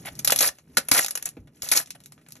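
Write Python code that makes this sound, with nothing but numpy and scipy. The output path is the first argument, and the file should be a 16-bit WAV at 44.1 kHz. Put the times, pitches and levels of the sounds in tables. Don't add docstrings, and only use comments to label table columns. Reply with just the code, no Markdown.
import sys
import numpy as np
from scipy import signal
from scipy.fft import rfft, irfft
from scipy.io import wavfile
from scipy.ndimage import uniform_filter1d

SR = 44100
rng = np.random.default_rng(int(sys.argv[2]) if len(sys.argv) > 2 else 0)


def dump_mix(stems):
    frames = np.atleast_2d(stems).T
    limited = np.clip(frames, -1, 1)
    pcm = np.round(limited * 32767).astype(np.int16)
    wavfile.write(sys.argv[1], SR, pcm)


N = 105840

# t/s, level/dB
RUMBLE_LEVEL = [(0, -47.5), (.3, -47), (.5, -57), (0.562, -66.5), (0.719, -52), (1.079, -63.5),
                (1.4, -54.5), (1.8, -60), (2.4, -57)]
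# f/Hz, relative level/dB
RUMBLE_COLOUR = [(30, -24), (60, -6), (110, -13.5), (140, 6), (175, -11), (230, -5), (350, -14),
                 (1200, -38.5), (6000, -75)]
# f/Hz, t60/s
ROOM = [(300, 0.16), (12000, 0.088)]
# t/s, tone level/dB, f/Hz, t60/s
THUDS = [(0.299, -15.5, 1375, 0.016), (0.3225, -16.5, 574, 0.016), (.7705, -14.5, 1485, 0.054),
         (.772, -27, 205, 0.062), (0.916, -19.5, 172, 0.042), (.915, -25.5, 1730, 0.021),
         (0.991, -14.5, 2074, 0.017), (1.369, -35, 271.5, 0.068), (1.383, -45, 63, 0.28),
         (1.623, -37, 66.6, 0.06)]
# t/s, level/dB
RUSTLE = [(0, -56), (.52, -58.5), (.66, -75), (.76, -60), (1.3, -58.5), (1.34, -71), (1.51, -81.5),
          (1.56, -65.5), (2.1, -72), (2.25, -73.5), (2.4, -69)]
# start t/s, end t/s, film start level/dB, film end level/dB, cardboard over film/dB
TEARS = [(0.05, 0.09, -43.5, -43.5, 4), (0.189, 0.203, -32, -34.5, -14), (0.254, 0.415, -40, -42.5, -10),
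         (0.404, 0.494, -19.5, -27, -8.5), (0.925, 0.997, -23.5, -18.5, -9),
         (1.001, 1.051, -25.5, -31.5, -15), (1.251, 1.282, -44.5, -38.5, -5.5),
         (1.627, 1.715, -36.5, -42, -10), (1.721, 1.745, -15.5, -31, -9.5),
         (1.748, 1.782, -24.5, -15.5, -11), (1.783, 1.841, -22, -50.5, -9),
         (1.948, 1.962, -50.5, -50.5, 0.5)]
# t/s, strength/dB (before SNAP_DB), cardboard over film/dB (before BOARD_DB)
SNAPS = [(0.057, -22.5, -17), (0.1528, -29.5, -27.5), (0.2465, -8.5, -19), (0.2742, -5, -20),
         (0.304, -8.5, -20.5), (0.3205, -4.5, -13), (0.3598, -8.5, -46.5), (0.3768, -20, -46.5),
         (0.3879, -7, -43.5), (0.4068, -7.5, -22), (0.4298, -13, -5), (0.585, -33.5, -3.5),
         (0.77, -4.5, -19), (0.7808, -10.5, -8), (0.8848, -12.5, -13.5), (0.9135, -2, -13),
         (0.947, -9.5, -8.5), (1.0451, -13.5, -11), (1.0617, -15, -21.5), (1.0825, -16.5, -28),
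         (1.1075, -13.5, -20), (1.1531, -12.5, -15.5), (1.1735, -16.5, -11), (1.2246, -19, -16),
         (1.256, -12.5, -24.5), (1.289, -22, -39), (1.368, -43, 10.5), (1.4732, -41, 4.5),
         (1.6204, -16, -22), (1.688, -15.5, -41), (1.7149, -4, -20.5), (1.7722, -5.5, -61.5),
         (1.859, -29, -36.5), (1.8725, -32, -9), (1.9047, -18, -26.5), (2.0029, -34, -6),
         (2.0374, -33, -45), (2.0589, -27, -53), (2.121, -26.5, -14.5), (2.1782, -46.5, 11),
         (2.2132, -43, -1.5), (2.2634, -40, 1.5), (2.286, -31.5, -11.5), (2.3059, -32.5, -17),
         (2.3211, -25.5, -37), (2.3543, -33.5, -2), (2.366, -35, -6)]
# f/Hz, relative level/dB
FILM = [(300, -31.5), (3000, -9), (4500, -3), (6500, -0.5), (9300, 0), (11000, 5.5), (12300, -4.5),
        (13200, -13.5), (14200, -45), (16000, -50.5)]
# f/Hz, width/Hz, relative level/dB
BOARD = [(572, 190, 1.5), (733, 170, 0), (1396, 130, 1), (1817, 92, 1.5), (2500, 1900, 1.5)]
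# f/Hz, lead/radians
STEREO_PHASE = [(800, .1), (1100, -1),  (2200, .1), (2900, 1.4), (4100, .6), (4900, 3.2), (5600, 6.1),
                (8200, 9), (9600, 9.6), (12100, 12.4)]

HUM_PATCH_DB = 2.0
ROOM_DB, ROOM_START_S = -13.5, 0.004
THUD_RISE_CYCLES, THUD_NOISE = 0.64, 0.8
THUD_SAG = 0.12
CRACKS_PER_S = 14000
CRACK_SPREAD_DB, RIP_SPREAD_DB = 2.5, 2.5
FLUTTER_DB, TINT_DB = 2, 3.5
RUSTLE_BOARD_DB = -6
RISE_S = 0.00097
TEAR_EDGE_S = 0.009
SNAP_S, FALL_SHAPE = 0.0099, 1.3
LONGER_DB_PER_DB = 0.58
SETTLE_DB, SETTLE_T60_S = -13.5, 0.08
SNAP_DB, BOARD_DB = -7, 1.5
SNAP_TINT_DB = 3.5
DULL_DB_PER_DB = 0.0144
SCATTER_DB, SCATTER_T60_S = -11, 0.07
SCATTER_HZ, SCATTER_TOP_HZ = 500, 8000
EDGE_HZ = 16400


def amp(db):
    return 10 ** (np.asarray(db) / 20)


def evened(x):
    return x / np.sqrt(np.mean(x ** 2) + 1e-20)


def read(points, hz):
    f, value = np.transpose(points)
    return np.interp(np.log(hz + 1), np.log(f + 1), value)


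def level_over_time(points):
    return amp(np.interp(np.arange(N) / SR, *np.transpose(points)))


def add(mix, s, sound):
    part = mix[round(s * SR):][:len(sound)]
    part += sound[:len(part)]


def smooth_twice(x, first, second):
    return uniform_filter1d(uniform_filter1d(x, *first), *second)


def causal(db, size=1024):
    log = np.log(amp(np.maximum(db, -100)))
    full = np.r_[log, log[-2:0:-1]]
    h = np.fft.ifft(np.exp(np.conj(signal.hilbert(full)))).real[:size]
    return h / np.linalg.norm(h)


def hum():
    frames, hz = N // 512 + 5, np.fft.rfftfreq(2048, 1 / SR)
    real, imaginary, patches = rng.standard_normal((frames, 1025, 3)).T
    patches = evened(smooth_twice(patches, (4, 0), (5, 1)))
    colour = amp(read(RUMBLE_COLOUR, hz)[:, None] + HUM_PATCH_DB * patches)
    noise = signal.istft((real + 1j * imaginary) * colour, nperseg=2048, noverlap=1536)[1][:N]
    return level_over_time(RUMBLE_LEVEL) * evened(noise)


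def tail(start_s):
    taps = np.zeros(SR // 2)
    at = np.arange(round(start_s * SR), len(taps) - 20, 20)
    taps[at + rng.integers(0, 20, len(at))] = rng.choice([-1., 1.], len(at))
    hz, t, z = signal.stft(taps, SR, nperseg=128)
    fade = amp(-60 * t / read(ROOM, hz)[:, None])
    h = signal.istft(z * fade, SR, nperseg=128)[1]
    return h / np.linalg.norm(h)


def thuds():
    out, t = np.zeros(N), np.arange(round(.3 * SR)) / SR
    for s, db, hz, t60 in THUDS:
        band = signal.butter(2, [hz / 2, hz * 1.59], "band", fs=SR)
        noise = evened(signal.lfilter(*band, rng.standard_normal(len(t))))
        tone = np.sin(2 * np.pi * hz * t * (1 - THUD_SAG * np.minimum(t / t60, 1)))
        shape = amp(db - 60 * t / t60) * np.minimum(t * hz / THUD_RISE_CYCLES, 1)
        add(out, s, shape * (tone + THUD_NOISE * noise))
    return out


def cracks(spread_db):
    size = amp(spread_db * np.minimum(rng.exponential(1, N), 6)) * rng.choice([-1, 1], N)
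    return evened(size * (rng.random(N) < CRACKS_PER_S / SR))


def colours():
    hz = np.fft.rfftfreq(4096, 1 / SR)
    board = sum(amp(db) ** 2 / (1 + (2 * (hz - f) / w) ** 2) for f, w, db in BOARD)
    board = board * hz ** 2 / (hz ** 2 + 250 ** 2) / (1 + (hz / 3000) ** 4)
    return hz, read(FILM, hz), causal(10 * np.log10(board + 1e-12))


def shimmer(x):
    z = signal.stft(x, nperseg=128)[2]
    patches = smooth_twice(rng.standard_normal(z.shape[::-1]).T, (5, 0), (4, 1))
    return signal.istft(z * amp(TINT_DB * evened(patches)), nperseg=128)[1][:N]


def rip():
    hz, film_db, board = colours()
    t = np.arange(N) / SR
    film = level_over_time(RUSTLE)
    card = film * amp(RUSTLE_BOARD_DB)
    for start, end, start_db, end_db, share_db in TEARS:
        rise, fade = (t - start) / (2 * RISE_S), (end - t) / TEAR_EDGE_S + .5
        on = np.clip(np.minimum(rise, fade), 0, 1)
        level = on * amp(np.interp(t, [start, end], [start_db, end_db]))
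        film, card = np.hypot(film, level), np.hypot(card, level * amp(share_db))
    out = np.zeros(N)
    for level, colour in ((film, causal(film_db)), (card, board)):
        flutter = evened(smooth_twice(rng.standard_normal(N), (150,), (150,)))
        stream = level * amp(FLUTTER_DB * flutter) * cracks(RIP_SPREAD_DB)
        out += signal.oaconvolve(stream, colour)[:N]
    return shimmer(out)


def snaps():
    hz, film_db, board = colours()
    film_cracks, board_cracks = cracks(CRACK_SPREAD_DB), cracks(CRACK_SPREAD_DB)
    out, t = np.zeros(N), np.arange(round(.08 * SR)) / SR
    tints = rng.standard_normal((len(SNAPS), 8))
    tint_hz = np.linspace(1000, 14000, num=8)
    for (s, db, share_db), tint in zip(SNAPS, tints):
        at = round(s * SR)
        here = slice(at, at + len(t))
        fall = np.exp(-(t / (SNAP_S * amp(LONGER_DB_PER_DB * db))) ** FALL_SHAPE)
        settle = amp(SETTLE_DB - 60 * t / SETTLE_T60_S)
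        shape = amp(db + SNAP_DB) * np.minimum(t / RISE_S, 1) * (fall + settle)
        shape = shape[:N - at]
        tint_db = SNAP_TINT_DB * np.interp(hz, tint_hz, tint)
        film = causal(film_db + tint_db + DULL_DB_PER_DB * db * hz / 1000)
        add(out, s, signal.oaconvolve(shape * film_cracks[here], film))
        shaken = signal.oaconvolve(shape * board_cracks[here], board)
        add(out, s, amp(share_db + BOARD_DB) * shaken)
    return out


def widen(x):
    hz, X = np.fft.rfftfreq(2 * N, 1 / SR), rfft(x, 2 * N)
    turn, t = np.exp(.5j * read(STEREO_PHASE, hz)), np.arange(3000) / SR
    scatter = rng.standard_normal(len(t)) * amp(-60 * t / SCATTER_T60_S)
    apart = rfft(scatter / np.linalg.norm(scatter), 2 * N) * amp(SCATTER_DB)
    apart = apart * hz ** 3 / (hz ** 3 + SCATTER_HZ ** 3)
    apart = apart / np.sqrt(1 + (hz / SCATTER_TOP_HZ) ** 4)
    left, right = X * (1 + apart) * turn, X * (1 - apart) / turn
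    return np.array([irfft(left)[:N], irfft(right)[:N]])


def scene():
    wrap = snaps() + rip() + thuds()
    echo = amp(ROOM_DB) * signal.fftconvolve(wrap, tail(ROOM_START_S))[:N]
    return widen(wrap + echo + hum())


def record(dry):
    thin = signal.lfilter(*signal.butter(2, 45, "high", fs=SR), dry)
    band_limit = signal.firwin(511, EDGE_HZ, window=("kaiser", 9), fs=SR)
    return signal.oaconvolve(np.tanh(thin), band_limit[None], "same")


dry = scene()
out = record(dry)
dump_mix(out)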